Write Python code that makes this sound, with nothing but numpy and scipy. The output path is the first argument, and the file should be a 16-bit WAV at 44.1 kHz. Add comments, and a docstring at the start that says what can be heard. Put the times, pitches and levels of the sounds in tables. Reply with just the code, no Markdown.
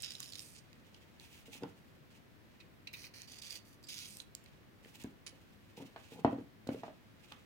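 """Crisp rasps and snaps: a small knife slits two bean pods lengthwise, close to a phone over a stone counter.
The blade breaks a dense run of tiny fibres; tougher strings snap singly. Between cuts, fingers rustle
over the skins, and pods are shoved, laid down, dropped and picked up with dull knocks.
A quiet kitchen answers with short echoes over a low murmur and thin hiss."""
import sys
import numpy as np
from scipy import signal
from scipy.fft import rfft, irfft
from scipy.io import wavfile
from scipy.ndimage import uniform_filter1d

SR = 44100
rng = np.random.default_rng(int(sys.argv[2]) if len(sys.argv) > 2 else 0)


def bounce(signal):
    """Save signal as a 16-bit WAV file at the path given by the first command-line argument."""
    frames = np.transpose(np.atleast_2d(signal))
    limited = np.clip(frames, -1, 1)
    pcm = np.round(limited * 32767).astype(np.int16)
    wavfile.write(sys.argv[1], SR, pcm)


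N = 328545
T = np.arange(N) / SR
TREBLE_HZ = 7800  # rasp below, fizz above


def undb(db):
    """Decibels to gain."""
    return 10 ** (np.asarray(db) / 20)


def unit(x):
    """Scale to rms 1."""
    return x / np.sqrt(np.mean(x ** 2))


def burst(x):
    """Scale the loudest 5 ms to rms 1."""
    return x / np.sqrt(uniform_filter1d(x ** 2, size=220).max())


def decay(t, t60_s):
    """Exponential fall, 60 dB in t60_s."""
    return np.exp(-np.log(1000) * t / t60_s)


def rise(t, rise_s):
    """Exponential onset towards 1."""
    return 1 - np.exp(-t / rise_s)


def butter(order, hz, kind):
    """Butterworth filter sections."""
    return signal.butter(order, hz, kind, fs=SR, output="sos")


def band(x, lo_hz, hi_hz=SR / 2 - 1):
    """Steep band-pass."""
    return signal.sosfilt(butter(4, [lo_hz, hi_hz], "band"), x)


def convolve(x, response):
    """Apply a response, keeping the length."""
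    return signal.oaconvolve(np.atleast_2d(x), np.atleast_2d(response), axes=-1)[:, :x.shape[-1]]


def colour(x, points, power=1, size=4096):
    """Minimum-phase filter through (freq_hz, gain_db) points."""
    hz, db = np.transpose(points)
    log_hz = np.log(np.fft.rfftfreq(size, 1 / SR) + 1)
    gain = undb(power * np.interp(log_hz, np.log(hz), db))
    cepstrum = irfft(np.log(gain))[:size // 2]
    cepstrum[1:] *= 2
    response = irfft(np.exp(rfft(cepstrum, size)))[:size // 2]
    return convolve(x, response).reshape(x.shape)


def resonate(x, hz, cycles):
    """One resonance, falling 60 dB in the given cycles."""
    t = T[:SR // 20]
    return convolve(x, np.sin(2 * np.pi * hz * t) * decay(t, cycles / hz))


def add(track, start_s, sound):
    """Mix a sound in at start_s."""
    start = max(int(start_s * SR), 0)
    track[..., start:start + sound.shape[-1]] += sound[..., :N - start]


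def flutter(rate_hz):
    """Smooth random wander, rms 1."""
    steps = rng.standard_normal(N // 40)
    return unit(np.interp(T * rate_hz, np.arange(len(steps)), steps))


def stroke(start_s, length_s, level_db, change_db, attack_s, release_s):
    """Gain of one hand movement: sets in, holds while the force drifts, dies away."""
    out, t = np.zeros(N), T[:int((length_s + 7 * release_s) * SR)]
    hold = undb(level_db + change_db * (np.minimum(t / length_s, 1) - .5))
    attack = np.minimum(t / attack_s, 1)
    release = np.exp(-np.maximum(t - length_s, 0) / release_s)
    add(out, start_s, hold * attack * release)
    return out


def impulses(rate_hz, spread_db, scatter):
    """Tiny random breaks or slips; spread_db makes a few strong, scatter varies them between ports."""
    size = undb(spread_db * np.minimum(rng.exponential(size=N), np.log(400)))
    occurs = rng.random(N) < rate_hz / SR
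    return size * occurs * (rng.choice([-1, 1], N) + scatter * rng.standard_normal((2, N)))


def ports(pair, balance):
    """Two microphone ports, each with its own colour."""
    return np.array([colour(pair[0], balance, 1 / 2), colour(pair[1], balance, -1 / 2)])


def air(level_db=-63, waver_db=0.13, murmur_hz=900):
    """Low room murmur wavering under thin, steady hiss."""
    # still kitchen air: freq_hz, gain_db
    air_colour = [(15, -83), (25, -13.5), (113, 0.5), (179, -3.5), (211, -2), (333, -7), (425, -11.5),
                  (500, -11.5), (691, -15.5), (749, -17.5), (1590, -19), (1820, -18), (4100, -27),
                  (7630, -35.5), (10800, -36.5), (15800, -32.5)]
    # stereo width: freq_hz, side_over_mid_db
    width = [(60, -1.5), (110, -0.1), (200, -3), (380, -1.5), (700, -1), (1290, 0.7), (2380, -0.5),
             (4400, 0.52), (8120, -2.5), (15000, -25)]
    # air at the ports: freq_hz, left_over_right_db
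    balance = [(60, 1.5), (110, 2.5), (200, 0), (380, 1.5), (700, 1), (1290, 0.5), (2380, -0.5),
               (4400, 0.5), (8120, -1), (15000, 2)]
    mid, side = colour(rng.standard_normal((2, N)), air_colour)
    side = colour(side, width)
    pair = ports(np.array([mid + side, mid - side]) / np.std(mid), balance)
    murmur = signal.sosfiltfilt(butter(2, murmur_hz, "low"), pair)
    waver = undb(waver_db * flutter(rate_hz=4))
    return (pair + murmur * (waver - 1)) * undb(level_db)


def kitchen(x, wet_db, echo_db, t60_s=0.3, build_s=0.0013):
    """Add near reflections and a short diffuse tail, its bass alike at both ports."""
    # nearby surfaces: delay_s, relative_db
    echoes = [(.0088, -26.5), (0.0153, -8.5), (.027, -24)]
    # diffuse tail: freq_hz, gain_db
    room_colour = [(60, -0.5), (250, -3.5), (700, -8.5), (1500, -3), (3000, -3.5), (6000, -9),
                   (15000, -11.5)]
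    t = T[:SR // 2]
    mid, side = rng.standard_normal((2, len(t)))
    side = band(side, lo_hz=460)
    tail = colour(np.array([mid + side, mid - side]), room_colour) * decay(t, t60_s) * rise(t, build_s)
    response = undb(wet_db) * unit(tail) / np.sqrt(len(t))
    for delay_s, relative_db in echoes:
        response[:, int(delay_s * SR)] += undb(relative_db + echo_db)
    return x + convolve(x, response)


def fingers(judder_db=4, change_db=0.5):
    """Fingertips slide over the skins with a fine, faint rustle, brighter on some."""
    # slides: start_s, length_s, level_db, extra_treble_db
    rubs = [(0.59, 0.63, -73.5, -3), (1.2, 0.19, -64, 3), (1.452, 0.22, -64.5, 2.5),
            (1.688, 0.25, -78.5, 4), (2.098, 0.075, -69.5, 0), (2.48, 0.16, -76.5, -12),
            (4.348, 0.21, -70, -3), (4.824, 0.23, -66.5, 4), (5.292, 0.41, -73, 2), (5.762, 0.079, -64, 0),
            (5.885, 0.29, -68.5, 0), (6.1, 0.045, -64.5, 4), (6.267, 0.11, -71.5, 2.5),
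            (6.665, 0.076, -61, 3), (6.782, 0.1, -67, -6), (6.925, 0.35, -79.5, -5), (7.19, .22, -69, -2)]
    # rubbed skin: freq_hz, gain_db
    skin_colour = [(530, -22), (900, 7), (1140, -25), (2130, 4.5), (2620, 9), (4760, -3), (6660, -3.5),
                   (11200, -9.5), (15100, -15), (15800, -12)]
    slips = impulses(rate_hz=5000, spread_db=0, scatter=0.91) * undb(judder_db * flutter(rate_hz=45))
    rustle = unit(colour(slips, skin_colour))
    treble = signal.sosfiltfilt(butter(2, TREBLE_HZ, "high"), rustle)
    out = np.zeros((2, N))
    for start_s, length_s, level_db, extra_treble_db in rubs:
        force = stroke(start_s, length_s, level_db, change_db, attack_s=0.0087, release_s=0.036)
        out += (rustle + treble * (undb(extra_treble_db) - 1)) * force
    return out


def shoves(judder_db=2):
    """A pushed pod sticks and slips on stone: a low, dull shuffle."""
    # pushes along the counter: start_s, length_s, level_db, change_db
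    moves = [(1.597, 0.0423, -52.5, 21), (5.042, .035, -55, -12), (5.773, 0.036, -54, 4),
             (6.118, 0.092, -56.5, 4), (6.71, .045, -67, 3)]
    # pod sliding on stone: freq_hz, gain_db
    shove_colour = [(100, -32), (170, 7), (300, -1), (450, 1), (620, -12), (830, -3), (1100, -19.5),
                    (1600, -32), (3000, -33), (8000, -65)]
    slips = impulses(rate_hz=700, spread_db=3, scatter=0.16) * undb(judder_db * flutter(rate_hz=70))
    force = sum(stroke(*move, attack_s=0.004, release_s=0.0072) for move in moves)
    return unit(colour(slips, shove_colour)) * force


def modes(table, t, rise_s, freq_scale):
    """Decaying sines from a soft contact; a pod is too light to move the deep bass."""
    ring = sum(undb(db) * np.sin(2 * np.pi * freq * freq_scale * t) * decay(t, t60_s)
               for freq, t60_s, db in table)
    return burst(signal.sosfilt(butter(3, 90, "high"), ring * rise(t, rise_s)))


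def blows(slap_t60_s=0.022, thud_lag_s=0.00082, detune=0.027):
    """Wet skin slaps, the pod knocks, the counter follows with a low thud."""
    # a blade jolt, then pods and knuckles on the counter: start_s, thud_db, knock_db, knock_hz, contact_s
    hits = [(0.2023, -70, -61.5, 1113, 0.00029), (1.48, -53, -56, 466, 0.0041),
            (1.551, -55, -59, 440, 0.0017), (1.623, -41, -47, 484, 0.0027), (1.634, -42, -51, 550, 0.00047),
            (4.857, -55.5, -58.5, 448, 0.0014), (5.043, -36.5, -58, 440, 0.00032),
            (5.326, -61, -63, 540, 0.004), (5.8, -43, -68, 477, 0.0013), (5.822, -45, -52, 440, 0.0019),
            (5.961, -60, -44, 680, 0.00051), (6.119, -52, -52.5, 473, .002),
            (6.2467, -21, -20, 687, 0.00066), (6.328, -33, -40, 546, 0.002),
            (6.383, -38.5, -49, 480, 0.0027), (6.669, -45.5, -50, 540, 0.0012),
            (6.689, -29.5, -35.5, 552, 0.00093), (6.744, -43, -41.5, 446, 0.0034),
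            (6.834, -47.5, -38, 687, 0.00088), (6.88, -51, -45.5, 630, 0.0023),
            (7.319, -57.5, -52.5, 838, 0.00033)]
    # counter modes: freq_hz, t60_s, relative_db
    counter_modes = [(127, 0.087, -18.5), (182, 0.12, -15.5), (231, 0.13, -16.5), (269, 0.044, 4),
                     (270.7, 0.066, -26), (329, 0.038, -7)]
    # pod hitting stone: pitch_ratio, t60_s, relative_db
    pod_modes = [(.69, .04, 3), (.86, .03, -10.5), (1, .045, 11.5), (1.165, 0.023, 13.5), (1.35, 0.038, 2),
                 (1.56, 0.04, -24), (1.8, .014, -35)]
    # wet skin: freq_hz, gain_db
    slap_colour = [(600, -48), (1100, 9), (1600, 7), (2400, 3), (4000, -6.5), (6000, -18), (10000, -35),
                   (15000, -38)]
    usual_slap_db, usual_knock_db, usual_contact_s = -60.5, -48, .002
    out, t = np.zeros((2, N)), T[:SR // 3]
    loudest_db = max(hit[1] for hit in hits)
    for start_s, thud_db, knock_db, knock_hz, contact_s in hits:
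        rise_s = max(contact_s, .0003)
        # hard, short contacts slap most
        softening_db = 4.6 * np.log2(rise_s / usual_contact_s)
        slap_db = usual_slap_db + 0.54 * (knock_db - usual_knock_db) - softening_db
        # light touches land on other pods and stray most in pitch
        stretch = 1 + detune * np.tanh((loudest_db - thud_db) / 15) * rng.standard_normal()
        slap = rng.standard_normal((2, len(t))) * decay(t, slap_t60_s) * rise(t, rise_s)
        add(out, start_s, undb(slap_db) * burst(colour(slap, slap_colour)))
        add(out, start_s, undb(knock_db) * modes(pod_modes, t, rise_s, knock_hz))
        add(out, start_s + thud_lag_s, undb(thud_db) * modes(counter_modes, t, 2 * rise_s, stretch))
    return out


def scrape(pushes, body, rate_hz, spread_db, ring_hz, ring_db):
    """Fibres break in uneven spurts and ring the pod; the finest fizz above the rasp."""
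    judder_db, attack_s, release_s = 1.05, 0.003, 0.011
    breaks = impulses(rate_hz, spread_db, scatter=0.72) * undb(judder_db * flutter(rate_hz=160))
    crackle = colour(breaks, body)
    ring = undb(ring_db) * unit(resonate(breaks, ring_hz, cycles=30))
    dry_rasp = unit(band(crackle, lo_hz=2160, hi_hz=TREBLE_HZ))  # fibres are too small to sound lower
    rasp = unit(dry_rasp + ring)
    fizz = unit(band(crackle, lo_hz=TREBLE_HZ))
    out = np.zeros((2, N))
    for start_s, length_s, rasp_db, change_db, fizz_db in pushes:
        out += rasp * stroke(start_s, length_s, rasp_db, change_db, attack_s, release_s)
        out += fizz * stroke(start_s, length_s, fizz_db, change_db, attack_s, release_s)
    return out


def skid():
    """A pod skids on the pile with one brief rasp."""
    # the slip: start_s, length_s, rasp_db, change_db, fizz_db
    slip = [(5.263, 0.02, -48, -7.5, -57)]
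    # pod on pod: freq_hz, gain_db
    skid_colour = [(710, -32), (1200, -28), (2840, -3), (3070, 8.5), (3380, -10), (3610, -5.5),
                   (6740, -16.5), (9120, -20), (9940, -1), (13400, -37), (15800, -19)]
    return scrape(slip, skid_colour, rate_hz=6600, spread_db=4.5, ring_hz=3070, ring_db=-2.5)


def snaps(ring_cycles=22, overtone_ratio=1.523, overtone_db=-7, crumble_db=-5, sudden_s=0.0048,
          lowest_hz=2250):
    """A tough string lets go: a crack, crumbling flesh and a brief two-mode ring of the pod."""
    # string snaps and light blade ticks: start_s, level_db, ring_hz, crumble_s
    strings = [(0.0218, -41, 8200, 0.0092), (0.0303, -51, 5240, 0.014), (0.0458, -40.5, 4900, 0.0081),
               (0.065, -53, 4830, 0.0078), (0.1066, -42.5, 5000, 0.0086), (0.119, -43, 4500, .012),
               (0.1517, -43, 4100, .009), (0.18, -57, 3760, 0.016), (0.259, -50, 4430, 0.0077),
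               (0.203, -39.5, 7000, 0.0059), (0.229, -44, 5050, 0.012), (0.322, -46, 4430, 0.012),
               (0.3343, -44.5, 4130, .007), (0.354, -43.5, 4100, 0.014), (0.393, -42, 5270, 0.0098),
               (0.4038, -46, 5040, 0.0052), (0.7302, -55.5, 2560, 0.0056), (0.9446, -54.5, 2860, 0.018),
               (1.1981, -52, 4160, 0.0055), (1.633, -51.5, 3060, 0.015), (2.6011, -56.5, 2490, 0.066),
               (2.871, -43.5, 2590, 0.043), (2.935, -45, 2470, 0.065), (3.0407, -49, 2540, 0.045),
               (3.2187, -46, 5640, 0.0048), (3.319, -51, 6100, 0.025), (3.387, -48, 5000, 0.016),
               (3.421, -45.5, 4700, 0.018), (3.469, -48, 4960, 0.011), (3.506, -42, 4910, 0.021),
               (3.5553, -45, 4900, 0.005), (3.836, -57, 4800, 0.065), (3.8676, -55, 4900, 0.058),
               (3.8978, -53, 4850, 0.073), (3.9423, -46, 6500, .006), (3.9886, -43.5, 4960, .007),
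               (4.17, -48, 8100, 0.0052), (4.2004, -43, 4040, 0.019), (4.35, -40.5, 7300, 0.0082),
               (4.44, -63, 9300, .012), (4.4597, -57.5, 2520, 0.015), (4.848, -52.5, 1870, 0.0057),
               (5.0383, -52, 6830, 0.0056), (6.6727, -51, 4670, 0.012), (7.3214, -46.5, 3080, 0.0097)]
    out, t = np.zeros((2, N)), T[:SR // 12]
    usual_s = np.median([row[3] for row in strings])
    for start_s, level_db, ring_hz, crumble_s in strings:
        envelope = decay(t, crumble_s) * rise(t, 0.039 * crumble_s)
        force = undb(crumble_db) * rng.standard_normal((2, len(t))) * envelope
        # a short snap cracks drily; a long tear gives way gradually and makes the pod sing
        force[:, 0] += min(sudden_s / crumble_s, 1)
        slowness = crumble_s / usual_s
        cycles = ring_cycles * slowness ** 0.22
        ring = unit(resonate(force, ring_hz, cycles))
        overtone = undb(overtone_db) * unit(resonate(force, overtone_ratio * ring_hz, cycles))
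        crack = undb(-4 * np.log2(slowness)) * unit(resonate(force, ring_hz, cycles=3))
        snap = signal.sosfilt(butter(3, lowest_hz, "high"), ring + overtone + crack)
        add(out, start_s, undb(level_db) * burst(snap))
    return out


def cuts():
    """The blade pushes through the fibres; each part of the pods breaks and rings its own way."""
    # blade pushes: start_s, length_s, rasp_db, change_db, fizz_db, part
    pushes = [ (0.001, 0.013, -54.5, -8, -58, "first"), (0.028, 0.083, -51, -11.5, -60.5, "first"),
              (0.1, 0.11, -60.5, 0, -63, "first"), (0.195, 0.11, -58.5, -2.5, -59, "first"),
              (0.317, 0.076, -59.5, 9, -61, "first"), (0.404, .14, -64.5, -6.5, -64, "thumb"),
              (0.547, 0.043, -61, 0, -70.5, "thumb"), (2.929, .02, -57, -2, -59, "tip"),
              (2.96, 0.11, -56.5, 1.5, -69, "tip"), (3.137, .11, -57.5, -2, -71, "tip"),
              (3.273, 0.13, -58, -1.5, -67, "middle"), (3.415, 0.066, -53.5, 3.5, -63, "middle"),
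              (3.495, 0.078, -52.5, -0.5, -59, "middle"), (3.648, 0.099, -72, -3, -71.5, "middle"),
              (3.826, .014, -70, 3, -69.5, "middle"), (3.884, 0.18, -52.5, -3, -57.5, "length"),
              (4.07, 0.15, -62, -6, -63.5, "thumb"), ]
    # rasp of the first pod: freq_hz, gain_db
    first = [(710, -38), (1200, 5), (1680, 4), (2150, -2), (3170, 2), (3450, -5), (3930, 6), (4470, -24),
             (4880, -15), (5320, -0.5), (5990, -18), (6960, -13), (8100, -28), (9020, -18.5), (15800, -37)]
    # rasp of the second pod's tip, middle and length: freq_hz, gain_db
    tip = [(1200, -6), (2000, 2.5), (2450, -11.5), (3100, -6.5), (3500, -17.5), (4300, -3.5), (5300, -11),
           (6200, -9.5), (7200, -23.5), (10000, -2), (15800, 3)]
    middle = [(1200, -12), (2000, 4.5), (2800, -1), (3700, -3), (4800, -28), (5500, -5), (6300, -7),
              (7500, -15.5), (10000, -12), (15800, -19.5)]
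    length = [(710, -74), (1200, -30), (1430, 18), (1830, 0.5), (2670, 8), (3970, 4.5), (4520, -3.5),
              (4930, -6), (5550, -2.5), (6520, -3.5), (7840, -19), (10000, -9), (10900, -16), (15100, -22),
              (15800, -24)]
    # rasp of the stretch held at the thumb: freq_hz, gain_db
    thumb = [(1200, 3), (2500, 8), (3500, 1.5), (4500, 7), (5700, 3.5), (7000, 4), (7800, 3), (8500, 10.5),
             (9300, 7.5), (10700, 7), (11700, 2), (13000, 2), (15800, -8)]

    def through(part):
        """Pushes in one part."""
        return [push[:-1] for push in pushes if push[-1] == part]

    return (scrape(through("first"), first, rate_hz=3600, spread_db=2.5, ring_hz=4830, ring_db=-5)
            + scrape(through("tip"), tip, rate_hz=3000, spread_db=0, ring_hz=2420, ring_db=-5.5)
            + scrape(through("middle"), middle, rate_hz=3400, spread_db=2.8, ring_hz=4740, ring_db=1)
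            + scrape(through("length"), length, rate_hz=6700, spread_db=1.5, ring_hz=4900, ring_db=-5.5)
            + scrape(through("thumb"), thumb, rate_hz=8100, spread_db=2, ring_hz=8430, ring_db=-15))


def scene(port_lag_s=.00014):
    """Hands close to the ports; the counter further off and more reverberant."""
    # hands and counter at the ports: freq_hz, left_over_right_db
    balance = [(200, 1), (700, -1), (1300, -1.5), (1950, -2.5), (2400, 1), (3000, -4), (4000, -10),
               (4900, -10.5), (6000, -9), (7200, -6.5), (9000, -12), (10800, 5.5), (12000, 4.5),
               (15000, 16.5)]
    hands = kitchen(cuts() + skid() + snaps() + fingers(), wet_db=-14, echo_db=-15)
    counter = kitchen(blows() + shoves(), wet_db=-6, echo_db=-4)
    left, right = ports(hands + counter, balance)
    return np.array([left, np.roll(right, int(port_lag_s * SR))]) + air()


def record(dry):
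    """The phone cuts the top treble steeply."""
    top_hz = 15850
    return signal.sosfilt(signal.ellip(10, .2, 70, top_hz, fs=SR, output="sos"), dry)


dry = scene()
out = record(dry)
bounce(out)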